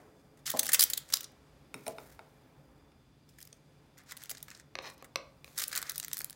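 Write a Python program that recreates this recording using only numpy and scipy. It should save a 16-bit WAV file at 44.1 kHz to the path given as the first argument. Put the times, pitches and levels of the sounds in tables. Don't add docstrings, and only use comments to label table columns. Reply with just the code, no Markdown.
import sys
import numpy as np
from scipy import signal
from scipy.fft import rfft, irfft
from scipy.io import wavfile
from scipy.ndimage import uniform_filter1d

SR = 44100
rng = np.random.default_rng(int(sys.argv[2]) if len(sys.argv) > 2 else 0)


def inscribe(sig):
    pcm = np.round(np.clip(np.atleast_2d(sig).T, -1, 1) * 32767)
    wavfile.write(sys.argv[1], SR, pcm.astype(np.int16))


N = 280035

# pitch_hz, level_db, t60_s
BOX_MODES = [(396, -18, 0.042), (546, -12.5, 0.059), (710, -3.5, 0.012), (946, -24.5, 0.03),
             (1173, -2.5, 0.017), (1620, 1.5, 0.0061), (2280, 6, 0.0078), (2550, -0.5, 0.015),
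             (3650, -5, 0.015), (4120, 5.5, 0.0077), (5030, 5, 0.0047), (5920, -1.5, 0.01)]


def pleated_cup():
    # peak_s, level_db, bright_db, t60_ms
    snaps = [(0.3731, -66, -0.5, 60), (0.3913, -67.5, -4, 66), (0.4651, -29, -16, 26), (0.4696, -38, 1, 40),
             (0.4978, -37, -7, 33), (0.5031, -29.5, 4.5, 17), (0.5158, -39.5, 7.5, 18),
             (0.5645, -43, -12, 16), (0.5715, -35.5, 2, 21), (0.5942, -18.5, 0, 24),
             (0.6312, -33.5, 5.5, 33), (0.648, -36.5, -2, 20), (0.6565, -37.5, 3, 52),
             (0.6669, -29.5, 1.5, 14), (0.6797, -33.5, -7.5, 24), (0.6915, -28, 0, 34),
             (0.7195, -30.5, -1, 30), (0.7332, -23, 8, 48), (0.7452, -17.5, -2.5, 36),
             (0.7864, -44, -5, 34), (0.7946, -17.5, -1, 41), (0.8086, -18.5, 4, 19), (0.819, -22.5, 5, 27),
             (0.8263, -20, 1, 41), (0.8382, -21, 9, 14), (0.872, -47.5, -5.5, 37), (0.9006, -35.5, 7, 50),
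             (0.9348, -23, -2, 20), (0.9771, -28.5, 2.5, 18.6), (1.0892, -48.5, -6.5, 22),
             (1.102, -47, -2, 44), (1.1254, -33.5, -4, 27), (1.1392, -15.5, -4.5, 15),
             (1.1565, -42.5, 4.5, 90), (1.1716, -27, -4, 2.5), (1.2078, -36, 1, 18), (1.2309, -46.5, 0, 43),
             (1.243, -37, -16, 28), (1.3196, -64, -0.5, 18)]
    return creases(snaps, low_db=-12.5, build_ms=.7)


def foil_divider():
    # peak_s, level_db, bright_db, t60_ms
    ticks = [(3.9789, -55, -3, 45), (3.9857, -54, -1.5, 19), (4.0365, -65, 6, 9.5), (4.121, -38.5, -1, 15),
             (4.1685, -43, -1, 12), (4.1736, -42.5, 4, 6.5), (4.22, -43, -9, 6), (4.228, -48, 2, 9),
             (4.237, -38.5, 2, 7.9), (4.258, -45, -3, 8), (4.2954, -36, 1, 18), (4.3028, -40.5, 5, 47),
             (4.3131, -33.5, -0.5, 18), (4.3495, -44.5, -14, 18), (4.3713, -45.5, -14, 35),
             (4.381, -46, -2, 8), (4.4042, -49, -8, 6), (4.4279, -41.5, 8.5, 12.5), (4.4824, -50, -3, 36),
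             (4.5036, -40.5, -7, 7.5), (4.5133, -49, -10, 42), (4.5495, -45.5, -26, 21),
             (4.5751, -49.5, -9, 7), (4.5986, -44, -13, 6), (4.8999, -42.5, -9, 8), (4.9788, -59, -1, 25),
             (5.0446, -52, 1, 37), (5.5785, -28, -26, 5.7), (5.5812, -31, 4, 7), (5.5874, -30.5, 3, 13),
             (5.5955, -38, 4, 36), (5.6332, -37, 8, 5), (5.6384, -25.5, -2.5, 13), (5.677, -43, 2, 4.6),
             (5.6813, -40.5, 16, 6), (5.6969, -50, -2, 22), (5.7172, -38.5, -1, 4.5), (5.722, -40, -13, 13),
             (5.7287, -33.5, -6, 32), (5.7532, -27, -4, 6.3), (5.7597, -32, 6, 17), (5.7661, -28, -10, 5),
             (5.776, -25.5, -1, 21), (5.7889, -36, 2, 6), (5.817, -38.5, 4, 13), (5.8273, -30.5, -5, 13),
             (5.8666, -48, -11, 43), (5.8957, -30, 3, 21), (5.9087, -39, -12, 11),
             (5.919, -45.5, 14.5, 5.4), (5.951, -45, -5, 8), (5.958, -38, 1, 26), (5.9802, -32, 7.5, 9),
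             (5.9992, -28.5, -2, 11), (6.0294, -33, -12, 9.5), (6.0379, -40, -4, 14),
             (6.0475, -31.5, 0, 8.8), (6.0824, -35.5, 4.5, 4.1), (6.115, -37, -16, 6.4),
             (6.1315, -28.5, 3.5, 17), (6.144, -40, 8, 6), (6.1701, -33.5, 4.5, 7.1), (6.1807, -38, 9, 4.6),
             (6.1901, -42, 15, 7), (6.2044, -36.5, 4, 4.5), (6.2082, -36, -3, 7.2), (6.2167, -36, 0, 11),
             (6.2453, -32.5, 10, 4.2), (6.2983, -36.5, -2, 5.5), (6.3069, -45, 9.5, 6),
             (6.329, -43.5, -2, 5.5)]
    return creases(ticks, low_db=-11, build_ms=.3)


def thin_tub():
    # peak_s, level_db, bright_db, t60_ms
    snaps = [(3.2905, -60, -3.5, 64), (3.3858, -54.5, 1.5, 42), (3.4039, -52, 2, 21),
             (3.4135, -50.5, 0, 32), (3.428, -45.5, 3, 10), (3.4529, -57, 7, 13), (3.475, -50.5, -1, 6.2),
             (3.529, -41.5, -21, 8)]
    return creases(snaps, low_db=-17.5, build_ms=1)


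def creases(rows, low_db, build_ms):
    drive, noise, lead_s = np.zeros((3, N)), sheet_noise(), .03
    ms = 1000 * (np.arange(SR // 5) / SR - lead_s)
    before_ms, after_ms = np.minimum(ms, 0), np.maximum(ms, 0)
    click = .2 * np.exp(-np.abs(ms) / .083)
    shiver = undb(-31.5) * 1000. ** (-after_ms / 100)
    draws = zip(rows, rng.random((len(rows), 2)), rng.standard_normal((len(rows), 2)))
    for (peak_s, db, bright_db, t60_ms), (place, wall), (low_scatter, build_scatter) in draws:
        snap_low_db = low_db - .19 * (db + 42) - .25 * bright_db + 5.5 * low_scatter
        rise_ms = max(build_ms * undb(.19 * (db + 38)) * np.exp(.4 * build_scatter), .1)
        fall = 1000. ** (-after_ms / max(t60_ms, 2)) + shiver
        envelope = np.exp(before_ms / rise_ms) * fall + click
        offset = int(place * (N - len(ms)))
        wall_lag = int(SR * (.0001 + .00039 * wall))
        gains = undb(db + np.array([snap_low_db, 0, bright_db]))
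        for panel, shake, gain in zip(drive, noise, gains):
            burst = envelope * shake[offset:offset + len(ms)]
            burst = burst + .35 * np.roll(burst, wall_lag)
            burst *= np.sqrt(np.sum(envelope ** 2) / np.sum(burst ** 2))
            add(panel, peak_s - lead_s, gain * burst)
    return panels(*drive)


def panels(low, mid, bright):
    box = undb(-2.5) * band(low, 450, 1400, order=1)
    return box + band(low, 1054, 2400) + band(mid, 2825, 9000) + band(bright, 7900, 17000)


def sheet_noise():
    drives = (np.outer(size, rng.standard_normal(N)) for size in np.eye(3))
    return np.array([level(panels(*drive), 0) for drive in drives])


def rustle(rate_hz=1600, grain_s=.002):
    # [(time_s, level_db)]
    handlings = [(-10.5, -5, [(0, -71), (.1, -96), (.2, -77), (.3, -89)]), (-6.5, -3, [(.456, -44),
                 (.48, -41), (.55, -52), (.62, -63), (.7, -54), (.82, -52), (.87, -60), (1., -61),
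                 (1.06, -70), (1.15, -52.5), (1.32, -86)]), (-3, 1, [(1.75, -63), (1.8, -72), (1.91, -59),
                 (1.94, -74), (2.02, -64.5), (2.12, -67.5), (2.2, -84), (2.8, -87)]),
                 (-4.5, -3, [(3.27, -81), (3.4, -73), (3.58, -79)]), (4.5, -9, [(3.97, -73), (4., -66.5),
                 (4.05, -81)]), (-5.5, -9, [(4.06, -71), (4.11, -46.5), (4.128, -55), (4.14, -83),
                 (4.19, -59), (4.31, -63.5), (4.45, -72.5), (4.52, -65), (4.62, -66)]),
                 (-10, 1, [(4.82, -66), (4.9, -67), (4.95, -70)]), (-6.5, -1, [(5.45, -66.5), (5.55, -67.5),
                 (5.59, -42), (5.62, -36), (5.645, -56), (5.71, -57)]), (0.5, -5, [(5.71, -58),
                 (5.74, -49.5), (5.775, -42), (5.82, -65), (5.9, -49), (5.94, -68)]),
                 (-12, -5, [(5.94, -55), (6.05, -65), (6.1, -59), (6.18, -55.5), (6.26, -68), (6.35, -83)])]
    snaps = impulses(rate_hz, spread_db=2.1)
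    grain = level(signal.lfilter([1], [1, -np.exp(-1 / (grain_s * SR))], snaps), 0)
    gains = np.zeros((3, N))
    for low_db, bright_db, contour in handlings:
        gate, (db,) = curve(contour)
        gains += gate * undb([db + low_db, db, db + bright_db])
    return panels(*(gains * grain * sheet_noise()))


def bowl_taps():
    # start_s, level_db, crack_db, dull_db_per_octave
    hits = [(1.7423, -27.5, -8, 2.5), (1.866, -30.5, -18, -1.5), (1.88, -38, 14, 8), (1.9839, -32, -18, 6),
            (2.1921, -34.5, -18, 9), (2.9185, -55, -19, 3)]
    # pitch_hz, level_db, t60_s
    modes = [(900, -4.5, 0.02), (1387, 1, 0.014), (2217, 6.5, 0.0088), (2520, -0.5, 0.016),
             (3800, -1.5, 0.021), (4350, -5, 0.012), (5260, -3.5, 0.028), (6310, -23, 0.0065),
             (2240, -24, 0.23), (9260, -5, 0.062), (11400, -17.5, .1)]
    return taps(hits, modes)


def box_taps():
    # start_s, level_db, crack_db, dull_db_per_octave
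    hits = [(4.7541, -23.5, -32, 1.9), (4.788, -23, -30, 4.1), (5.025, -35, -11.5, 9.2),
            (5.1581, -13.5, -16, 0.83), (5.4445, -34.5, -3, 0.62), (5.478, -40.5, -21, 4.3)]
    return taps(hits, BOX_MODES)


def taps(hits, modes):
    out, t = np.zeros(N), np.arange(SR // 50) / SR
    for start_s, db, crack_db, dull in hits:
        rim = ring(modes, scatter_db=.23, rise_1khz_s=.00014, dull_db_per_octave=dull)
        crack = rng.standard_normal(len(t)) * np.exp(-t / .001)
        add(out, start_s, undb(db) * band(rim, 330, 12000))
        add(out, start_s, undb(db + crack_db) * band(crack, 3000, 14000))
    return out


def stick_drag():
    # time_s, level_db
    contour = [(4.79, -57), (4.812, -58), (4.872, -42.5), (4.956, -78), (5.018, -61), (5.024, -71),
               (5.07, -93)]
    gate, (db,) = curve(contour)
    slips = impulses(rate_hz=6000, spread_db=1.8) * rng.standard_normal(N)
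    box = ring(BOX_MODES, scatter_db=0, rise_1khz_s=.0014)
    body = level(signal.fftconvolve(slips, box)[:N], 0)
    hiss = level(band(slips, 390, 2700), .65)
    return gate * undb(db) * level(body + hiss, 0)


def table_thuds():
    # start_s, level_db, contact_s
    blows = [(0.539, -22, 0.001), (1.744, -25.5, 0.0028), (1.867, -30, 0.0012), (1.877, -27.5, 0.001),
             (1.983, -41.5, 0.0013), (2.192, -41.5, 0.0014), (3.523, -47, 0.0022), (4.309, -48, 0.001)]
    # pitch_hz, level_db, t60_s
    modes = [(200, -17, .12), (259.4, -13.5, 0.17), (337, -14, 0.033), (433, -10, 0.11),
             (457.6, -13.5, 0.11), (514, -9.5, .1), (602, -6, 0.091), (650, -8, 0.069), (662, -2, 0.14),
             (743, -4, 0.087), (819.4, -3.5, 0.1), (926, -1.5, 0.028), (1035.4, -6, 0.0637),
             (1123, -15, 0.17), (1270, -17.5, .04)]
    out, t = np.zeros(N), np.arange(SR // 5) / SR
    envelope = (1 - np.exp(-t / .007)) * 1000. 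** (-t / .071)
    for start_s, db, contact_s in blows:
        push = np.hanning(int(contact_s * SR) + 2)
        chatter = undb(6) * band(rng.standard_normal(len(t)) * envelope, 140, 1200)
        wood = ring(modes, scatter_db=.93, rise_1khz_s=.00089)
        for part in wood, chatter:
            add(out, start_s, undb(db) * np.convolve(part, push / push.sum()))
    return out


def room(x, wet_db=-14):
    # band_hz, level_db, t60_s
    echoes = [(296, 7.5, 0.4), (790, 3, 0.49), (2330, 1, 0.3), (5000, -4, 0.32), (12140, 1, 0.12)]
    t = np.arange(SR // 2) / SR
    tail = sum(undb(db) * band(rng.standard_normal(len(t)), hz / 2.7, hz * 1.6) * 1000. ** (-t / t60_s)
               for hz, db, t60_s in echoes)
    tail *= np.clip((t - .004) / .0053, 0, 1)
    tail /= np.sqrt(np.sum(tail ** 2))
    return undb(wet_db) * signal.fftconvolve(x, tail)[:N]


def kitchen_air(base_db=-63):
    # freq_hz, density_db
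    spectrum = [(24, -34.5), (40, 1), (171, -9), (276, -4), (402, -13.5), (433, -4.5), (467, -19.5),
                (529, -7), (570, -14), (852, -15), (2000, -24), (3470, -32.5), (16000, -43.5)]
    # time_s, mid_db, treble_db
    swells = [(0, 8.5, 6), (.2, 0, 2), (2.2, 3.5, 7), (2.7, 0, 2), (3.2, -5, 2), (3.8, -1.5, 5),
              (4.7, -1.5, 3), (6.35, -0.5, 7)]
    _, (mid_db, treble_db) = curve(swells)
    hz, db = np.transpose(spectrum)
    bin_hz = np.fft.rfftfreq(N, 1 / SR) + 1
    noise = rfft(rng.standard_normal(N)) * undb(np.interp(np.log(bin_hz), np.log(hz), db))
    noise *= undb(base_db) / np.std(irfft(noise, N))
    out = np.zeros(N)
    for centre_hz in 30 * 2 ** np.arange(10):
        share = np.clip(1 - np.abs(np.log2(bin_hz / centre_hz)), 0, 1)
        above_bass = np.clip(np.log2(centre_hz / 200), 0, 1)
        swell_db = above_bass * (mid_db if centre_hz < 2500 else treble_db)
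        out += undb(swell_db + 1.2 * walk(rate_hz=3)) * irfft(noise * share, N)
    return out


def appliance_hum():
    # pitch_hz, width_hz, level_db
    tones = [(141.8, 12, -66.5), (2364, 30, -87.5), (3490, 33, -85), (4670, 60, -91.5), (4900, 60, -86)]
    return sum(level(band(rng.standard_normal(N), hz - width_hz / 2, hz + width_hz / 2, order=1), db)
               for hz, width_hz, db in tones)


def ring(modes, scatter_db, rise_1khz_s, dull_db_per_octave=0):
    t = np.arange(SR // 3) / SR
    out = np.zeros(len(t))
    for hz, db, t60_s in modes:
        strength, detune, phase = rng.standard_normal(3)
        gain = undb(db + scatter_db * strength - dull_db_per_octave * np.log2(max(hz / 1000, 1)))
        rise = 1 - np.exp(-t * hz / (1000 * rise_1khz_s))
        tone = np.sin(2 * np.pi * (hz * (1 + .024 * detune) * t + .15 * phase))
        out += gain * rise * tone * 1000. ** (-t / t60_s)
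    return out / np.abs(out).max()


def impulses(rate_hz, spread_db):
    return (rng.random(N) < rate_hz / SR) * undb(spread_db * rng.exponential(size=N))


def walk(rate_hz):
    hold = int(SR / rate_hz)
    steps = np.repeat(rng.standard_normal(N // hold + 1), hold)
    return 1.2 * uniform_filter1d(steps, hold)[:N]


def curve(rows):
    time_s, *columns = np.transpose(rows)
    t = np.arange(N) / SR
    gate = np.clip(np.minimum(t - time_s[0] + .0013, time_s[-1] - t) / .0041, 0, 1)
    return gate, [np.interp(t, time_s, column) for column in columns]


def undb(db):
    return 10 ** (np.asarray(db) / 20)


def level(x, rms_db):
    return x * undb(rms_db) / np.sqrt(np.mean(x ** 2))


def band(x, lo_hz, hi_hz, order=2):
    sos = signal.butter(order, [lo_hz, min(hi_hz, .45 * SR)], "band", fs=SR, output="sos")
    return signal.sosfilt(sos, x)


def add(out, start_s, sound):
    i = max(int(start_s * SR), 0)
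    out[i:i + len(sound)] += sound[:N - i]


def scene():
    crackle = pleated_cup() + foil_divider() + thin_tub() + rustle()
    packing = crackle + bowl_taps() + box_taps() + stick_drag() + table_thuds()
    return (packing + room(packing) + kitchen_air() + appliance_hum())[None]


def record(dry):
    low_hz, top_hz = 47, 16000
    lean = signal.sosfilt(signal.butter(6, low_hz, "high", fs=SR, output="sos"), dry)
    return signal.sosfilt(signal.ellip(8, .3, 60, top_hz, fs=SR, output="sos"), lean)


dry = scene()
out = record(dry)
inscribe(out)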